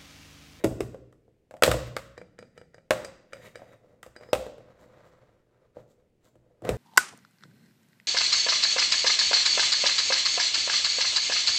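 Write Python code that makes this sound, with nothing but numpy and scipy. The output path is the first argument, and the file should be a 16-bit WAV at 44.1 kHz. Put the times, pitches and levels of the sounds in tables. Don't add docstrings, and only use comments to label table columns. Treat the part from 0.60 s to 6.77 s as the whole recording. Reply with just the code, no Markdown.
import sys
import numpy as np
from scipy import signal
from scipy.fft import rfft, irfft, next_fast_len
from scipy.io import wavfile
from scipy.ndimage import map_coordinates

SR = 44100
rng = np.random.default_rng(int(sys.argv[2]) if len(sys.argv) > 2 else 0)


def persist_wave(psi):
    counts = np.round(np.clip(psi, -1, 1) * 32767).astype(np.int16)
    wavfile.write(sys.argv[1], SR, np.atleast_2d(counts).T)


N = 272097

# frequency in Hz, relative level in dB.
AIR_SPECTRUM = [(25, -4), (60, -5), (130, -5.5), (220, -9), (450, -5.5), (700, -19.5), (1200, -31.5),
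                (2200, -27.5), (4000, -36), (8000, -38.5), (11000, -43.5), (16000, -46)]

# centre in seconds, half length in seconds,
# pressure in dB, bite (extra grit) in dB.
STROKES = [(0.0, 0.021, -51.5, 3), (1.273, 0.011, -53, 15.5), (1.874, 0.015, -73, 6),
           (1.97, 0.017, -70, 2.5), (2.771, 0.043, -55, -2), (2.86, 0.025, -54, 13.5),
           (3.004, 0.041, -55, -10), (3.113, 0.038, -54.5, -1), (3.29, 0.063, -61.5, -1),
           (3.662, 0.055, -53, 1.5), (4.226, .025, -64.5, 13), (4.486, .03, -63, 9.5),
           (5.194, 0.026, -55.5, 3), (5.31, 0.019, -75.5, 25), (5.41, .035, -66, -3),
           (5.658, 0.023, -65, 15.5), (5.93, 0.12, -70, -6.5), (6.095, 0.032, -31.5, -6)]
# time in seconds, flow in dB.
SUGAR_FLOW = [(4.0, -67), (4.08, -68), (4.492, -62.5), (4.53, -68), (4.722, -71), (4.826, -80.5),
              (4.836, -86), (5.032, -72.5), (5.12, -88)]
# rub, crunch, hiss and rim, all in dB.
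FLOW_MIX_DB = [5.5, -1, -20, -16.5]
# frequency in Hz, relative level in dB.
RUB_SPECTRUM = [(60, -12.5), (130, -1.5), (250, -9), (400, -7.5), (520, 4), (700, -9), (1100, -28),
                (3000, -57)]
CRUNCH_SPECTRUM = [(300, -17), (700, 1), (1300, 3.5), (2000, -2.5), (2700, -12.5), (4000, -13.5),
                   (6500, -21.5), (12000, -43)]
HISS_SPECTRUM = [(1500, -22.5), (3000, -4), (4000, 0), (5600, -6.5), (7400, 0.5), (9500, -12),
                 (14000, -9.5), (16000, -14)]
# centre in Hz, width in Hz, relative level in dB.
RIM_RESONANCES = [(1950, 410, 9), (3850, 78, 5), (5840, 110, -8), (7160, 70, -4.5), (8700, 40, -3),
                  (10700, 83, -15), (12100, 60, -3.5), (13400, 80, -16.5)]

# start in seconds, hollow knock in dB, hardness (clack over knock) in dB,
# weight (counter thud over knock) in dB, knock pitch in Hz, clack centre in Hz.
BLOWS = [(0.039, -27.5, -14, -14.5, 484, 2320), (0.0435, -18.5, -15, -1.5, 387, 2320),
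         (0.0495, -22.5, -30, -9.5, 574, 1720), (0.2055, -23.5, -14.5, -7, 410, 2060),
         (0.345, -38.5, -19.5, -21, 475, 1200), (0.526, -61, -3, -4.5, 476, 1190),
         (0.68, -58, -27.5, -13.5, 451, 906), (0.91, -46, -10, -10.5, 559, 1720),
         (0.94, -41.5, -19, -13.5, 557, 1800), (0.967, -55.5, -4, -7.5, 623, 1500),
         (1.023, -16.5, -3, -19.5, 556, 1453), (1.035, -14.5, -1, -18, 506, 3300),
         (1.065, -28.5, -5.5, 2.5, 560, 2000), (1.078, -16.5, -16, -3, 524, 1306),
         (1.1145, -23.5, -1.5, -8, 536, 1640), (1.142, -28, -31, -3.5, 529, 1490),
         (1.3655, -31, 0.5, -23, 496, 1680), (2.307, -17, -4.5, -22, 544.5, 1900),
         (3.019, -43.5, -18, -23, 580, 1020), (3.245, -55, -31, -8, 524, 1100),
         (3.4295, -55, 9.5, -5, 500, 1498), (3.463, -45, -12.5, -8, 525, 2000),
         (3.731, -15.5, -11.5, -21.5, 530.4, 2900), (3.75, -45.5, 7, -10, 557, 1800),
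         (3.865, -37.5, -16, -15, 477, 1690), (3.981, -47.5, -17.5, -5, 479, 1490),
         (5.169, -39, -34.5, -12.5, 505, 1100), (5.755, -58, -14.5, 1, 543, 1300),
         (6.021, -44.5, -16.5, 3, 490, 1085), (6.05, -35.5, -10, -16.5, 447, 1600),
         (6.091, -19.5, -14.5, -5.5, 441, 1920)]
# frequency in Hz before any stretch,
# relative level in dB before scatter, decay by 60 dB in seconds.
COUNTER_MODES = [(62, -5.5, 0.42), (122.5, -4.5, 0.38), (143, -6.5, .22), (223, -6, 0.044), (267, 0, .04),
                 (328.4, 6.5, .06)]
TUB_MODES = [(393, -14, 0.027), (522.7, 3, 0.046), (583, -5.5, .07), (648, -7.5, 0.036),
             (770.5, -14.5, 0.05)]
# centre in Hz, width in Hz,
# relative level in dB before the place of the blow weights it.
WALL_RESONANCES = [(814, 260, -1), (1152, 160, 7.5), (1383, 400, 3.5), (1950, 450, 0.5), (2700, 600, -3),
                   (3820, 650, -3), (4850, 1300, -10)]
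# frequency in Hz, relative level in dB.
CRACK_SPECTRUM = [(2000, -31.5), (4500, -5.5), (6300, -2), (8000, 3.5), (9500, -6), (13000, -6.5),
                  (16000, -12)]

# time of the hit in seconds, clink in dB,
# hollow knock over clink in dB, brightness (shared by edge and handle ring, before their offsets) in dB.
RATTLES = [(1.578, -48, 5.5, -8), (1.789, -50, 5, -4.5), (1.977, -52.5, 5, -5.5), (2.144, -55.5, 4, -5.5),
           (2.447, -43.5, 3, 2), (2.732, -41.5, 1, -8), (2.956, -45.5, 3, -6.5), (3.563, -48.5, 0, -9),
           (3.61, -60.5, 14, -7), (3.633, -54, -3, -11.5), (3.688, -60.5, 14, -18.5)]
# frequency in Hz, relative level in dB before scatter,
# decay by 60 dB in seconds.
HANDLE_MODES = [(4820, -17, 0.27), (4860, 7.5, 0.042), (5020, -6.5, 0.087), (6160, -7.5, 0.015),
                (7200, -10, .02), (7970, -2.5, 0.027), (8500, -2, 0.055)]
# centre in Hz, width in Hz,
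# relative level in dB.
CUP_RESONANCES = [(1310, 200, -3.5), (1865, 320, -1.5), (2370, 150, -4.5), (2946, 120, -12),
                  (3920, 100, -12.5)]
PALM_RESONANCE = [(143, 130, 0)]
# frequency in Hz, relative level in dB.
EDGE_SPECTRUM = [(2500, -26.5), (4500, 3), (8300, 0), (9500, -13), (13000, -18), (16000, -32)]

# centre in seconds, half length in seconds,
# mean pitch in Hz, level in dB before stutter.
SQUEAKS = [(3.568, .004, 4930, -56), (3.642, 0.019, 5050, -73.5), (3.706, 0.014, 5050, -62.5)]

# frequency in Hz, decay by 60 dB in seconds.
ROOM_T60 = [(60, .5), (200, 0.97), (500, 0.5735), (2000, 0.66), (6000, 0.56), (10000, 0.32), (16000, 0.42)]
# frequency in Hz, tail level in dB before each source's wet level.
ROOM_DB = [(60, -5), (130, 2), (250, -4.5), (400, -9.5), (600, -6), (2000, -9.5), (8000, -4), (16000, -4.5)]
# delay in seconds, echo level in dB.
SURFACES = [(.0031, -19.5), (.0082, -16), (0.0181, -17), (0.0259, -18)]

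TOP_HZ = 16000
LOW_HZ = 40
RING_SIZE = SR // 3
TAP = signal.unit_impulse(SR // 20, SR // 1000)

CRUNCH_DB, HISS_DB, RIM_DB = -11.5, -23.5, -7.5
BITE_SHARE = 0.4
FULL_S, FILLING_S, FULL_RIM_DB = 3.37, 0.31, -17

TUB_HZ = 530.8
REBOUND_S, REBOUND_DB = 0.0095, -14
CRACK_DB, CRACK_DB_PER_OCTAVE, CRACK_FROM_HZ = -6.5, 6, 1600
CRACK_PER_WEIGHT = 0.37

DIG_S = 2.3
DIG_DAMP_DB = -11.5
FALLBACK_S, FALLBACK_DB, FALLBACK_RING_DB = 0.037, -5, -7


def amp(db):
    return 10 ** (np.asarray(db) / 20)


def unit(x):
    return x / np.sqrt(np.mean(x ** 2) + 1e-20)


def along(points, hz):
    f, v = np.transpose(points)
    return np.interp(np.log(hz + 1), np.log(f + 1), v)


def filtered(x, response):
    size = next_fast_len(len(x) + SR // 20)
    hz = np.fft.rfftfreq(size, 1 / SR)
    return irfft(rfft(x, size) * response(hz), size)[:len(x)]


def coloured(x, spectrum):
    return filtered(x, lambda hz: amp(along(spectrum, hz)))


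def resonate(x, peaks):
    def response(hz):
        total = 0
        for k, (centre, width, db) in enumerate(peaks):
            damping = 1j * hz * width
            total = total + (-1) ** k * amp(db) * damping / (centre * centre - hz * hz + damping)
        return total
    return filtered(x, response)


def burst(t60):
    t = np.arange(SR // 20) / SR
    return rng.standard_normal(len(t)) * 1000 ** (-t / t60)


def ring(modes, stretch, scatter_db, attack=0.001):
    t = np.arange(RING_SIZE) / SR
    tones = np.zeros(RING_SIZE)
    for hz, db, t60 in modes:
        strength = amp(db + scatter_db * rng.normal())
        tones += strength * 1000 ** (-t / t60) * np.cos(2 * np.pi * hz * stretch * t)
    return tones * (1 - np.exp(-t / attack))


def blow(x, db):
    scaled = amp(db) * x * np.sqrt(SR / 100 / np.sum(x ** 2))
    return np.pad(scaled, (0, RING_SIZE - len(x)))


def add(track, s, x):
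    part = track[max(round(s * SR), 0):][:len(x)]
    part += x[:len(part)]


def grains(rate, spread_db):
    hits = rng.random(N) < rate / SR
    sizes = rng.standard_normal(N) * amp(spread_db * rng.standard_normal(N))
    return unit(hits * sizes)


def wobble(rate):
    knots = rng.standard_normal(int(N * rate / SR) + 4)
    return map_coordinates(knots, [np.arange(N) * rate / SR])


def swell(s, half_s):
    distance = (np.arange(N) / SR - s) / half_s
    return np.exp(-0.5 * np.minimum(distance ** 2, 200))


def room_tails(count, build=0.0027):
    noise = rng.standard_normal((count, SR * 3 // 4))
    hz, t, bands = signal.stft(noise, SR, nperseg=256)
    t60 = along(ROOM_T60, hz)[:, None]
    equal_energy = np.sqrt(2 * np.log(1000) / t60 / SR)
    fade = 1000 ** (-t / t60) * equal_energy
    level = amp(along(ROOM_DB, hz))[:, None]
    tails = signal.istft(bands * fade * level, SR, nperseg=256)[1]
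    return tails * (1 - np.exp(-np.arange(tails.shape[1]) / SR / build))


def kitchen(near, far, tail, wet_db):
    out = amp(wet_db) * signal.fftconvolve(far, tail)
    add(out, 0, near)
    for delay, db in SURFACES:
        add(out, delay, amp(db) * near)
    return out


def background(level_db=-70, hum_db=-79, hum_hz=120):
    hum = np.sqrt(2) * np.sin(2 * np.pi * hum_hz * np.arange(N) / SR)
    air = unit(coloured(rng.standard_normal(N), AIR_SPECTRUM))
    return amp(level_db) * air + amp(hum_db) * hum


def friction_gains():
    t = np.arange(N) / SR
    flow_db = np.interp(t, *np.transpose(SUGAR_FLOW), left=-np.inf, right=-np.inf)
    power = np.outer(amp(FLOW_MIX_DB), amp(flow_db)) ** 2
    for s, half_s, pressure_db, bite_db in STROKES:
        fill = np.clip(1 + (s - FULL_S) / FILLING_S, 0, 1)
        grit_db = BITE_SHARE * bite_db
        rim_db = RIM_DB + grit_db + FULL_RIM_DB * fill
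        mix_db = np.array([0, CRUNCH_DB + grit_db, HISS_DB + bite_db, rim_db])
        power += np.outer(amp(pressure_db + mix_db), swell(s, half_s)) ** 2
    return np.sqrt(power)


def scrapes_and_sugar(tail):
    rub, crunch, hiss, drag = friction_gains()
    body = rub * unit(coloured(grains(rate=900, spread_db=2), RUB_SPECTRUM))
    coarse = crunch * unit(coloured(grains(rate=2500, spread_db=0.5), CRUNCH_SPECTRUM))
    fine = hiss * unit(coloured(grains(rate=7500, spread_db=6.0), HISS_SPECTRUM))
    rim = drag * unit(resonate(grains(rate=6700, spread_db=1.0), RIM_RESONANCES))
    flutter = amp(2.4 * wobble(45))
    sound = flutter * (body + coarse + fine + rim)
    return kitchen(sound, sound, tail, wet_db=-0.2)[:N]


def plastic(force, clack_db, centre_hz, crack_db, fall_db):
    walls = []
    for hz, width, db in WALL_RESONANCES:
        octaves_away = abs(np.log2(hz / centre_hz))
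        walls.append((hz, width, db - fall_db * octaves_away))
    clack = blow(resonate(force, walls), clack_db)
    return clack + blow(coloured(force, CRACK_SPECTRUM), crack_db)


def tub(tails, room_clack_db=-0.9):
    out = np.zeros(N)
    for k, (s, knock_db, hardness_db, weight_db, knock_hz, centre_hz) in enumerate(BLOWS):
        tail = tails[k % len(tails)]
        clack_db = knock_db + hardness_db
        stiffness_db = CRACK_DB_PER_OCTAVE * np.log2(centre_hz / CRACK_FROM_HZ)
        crack_db = clack_db + CRACK_DB + stiffness_db + CRACK_PER_WEIGHT * weight_db
        knock = blow(ring(TUB_MODES, knock_hz / TUB_HZ, scatter_db=3.0), knock_db)
        thud = blow(ring(COUNTER_MODES, 1, scatter_db=4, attack=0.003), knock_db + weight_db)
        body = knock + thud
        near = plastic(burst(t60=0.02), clack_db, centre_hz, crack_db, fall_db=5.5)
        far = plastic(TAP, clack_db + room_clack_db, centre_hz, crack_db, fall_db=5)
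        add(out, s, kitchen(body + near, body + far, tail, wet_db=-1.5))
        second_clack = plastic(burst(t60=0.019), clack_db, centre_hz, crack_db, fall_db=6.5)
        add(out, s + REBOUND_S, amp(REBOUND_DB) * (knock + second_clack))
    return out


def steel(force, clink_db, ring_db):
    dull = blow(resonate(force, CUP_RESONANCES), clink_db)
    return dull + blow(coloured(force, EDGE_SPECTRUM), ring_db - 4.5)


def clink(tail, clink_db, knock_db, ring_db):
    handle = blow(ring(HANDLE_MODES, 1, scatter_db=2.5), ring_db - 5.0)
    knock = blow(ring(TUB_MODES, 0.93, scatter_db=8.0, attack=0.00046), knock_db)
    body = handle + knock
    near = steel(burst(t60=0.019), clink_db, ring_db)
    far = steel(TAP, clink_db, ring_db)
    return kitchen(body + near, body + far, tail, wet_db=-3.5)


def cup(tails, lead_s=0.0081, lead_db=-13, fallback_knock_db=4, thump_db=-5):
    out = np.zeros(N)
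    for k, (s, db, knock_db, ring_db) in enumerate(RATTLES):
        tail, next_tail = tails[k % len(tails)], tails[(k + 1) % len(tails)]
        graze = blow(resonate(burst(t60=0.028), CUP_RESONANCES), db + lead_db)
        add(out, s - lead_s, graze)
        add(out, s, clink(tail, db, db + knock_db, db + ring_db))
        back_db = db + FALLBACK_DB + DIG_DAMP_DB * (s > DIG_S)
        back_knock_db = back_db + knock_db + fallback_knock_db
        back_ring_db = back_db + ring_db + FALLBACK_RING_DB
        add(out, s + FALLBACK_S, clink(next_tail, back_db, back_knock_db, back_ring_db))
        if s < DIG_S:
            soft = resonate(resonate(burst(t60=0.088), PALM_RESONANCE), PALM_RESONANCE)
            thump = blow(soft, db + thump_db)
            add(out, s, kitchen(thump, thump, tail, wet_db=8))
    return out


def squeak(tail, waver=0.019, stutter_db=4):
    phase = 2 * np.pi * np.cumsum(1 + waver * wobble(400)) / SR
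    slips = np.zeros(N)
    for s, half_s, hz, db in SQUEAKS:
        slips += amp(db) * swell(s, half_s) * np.sqrt(2) * np.sin(hz * phase)
    tone = slips * amp(stutter_db * wobble(92))
    return kitchen(tone, tone, tail, wet_db=-1)[:N]


def scene():
    tails = room_tails(count=9)
    handling = scrapes_and_sugar(tails[0]) + tub(tails) + cup(tails) + squeak(tails[1])
    bass_cut = signal.butter(4, LOW_HZ, "high", fs=SR, output="sos")
    handling = signal.sosfilt(bass_cut, handling)
    return (handling + background())[None]


def record(dry, top=0.9):
    rounded = dry / (1 + np.abs(dry / top) ** 8) ** (1 / 8)

    def band_limit(hz):
        return 1 / np.sqrt(1 + (hz / TOP_HZ) ** 160)
    return np.array([filtered(channel, band_limit) for channel in rounded])


dry = scene()
out = record(dry)
persist_wave(out)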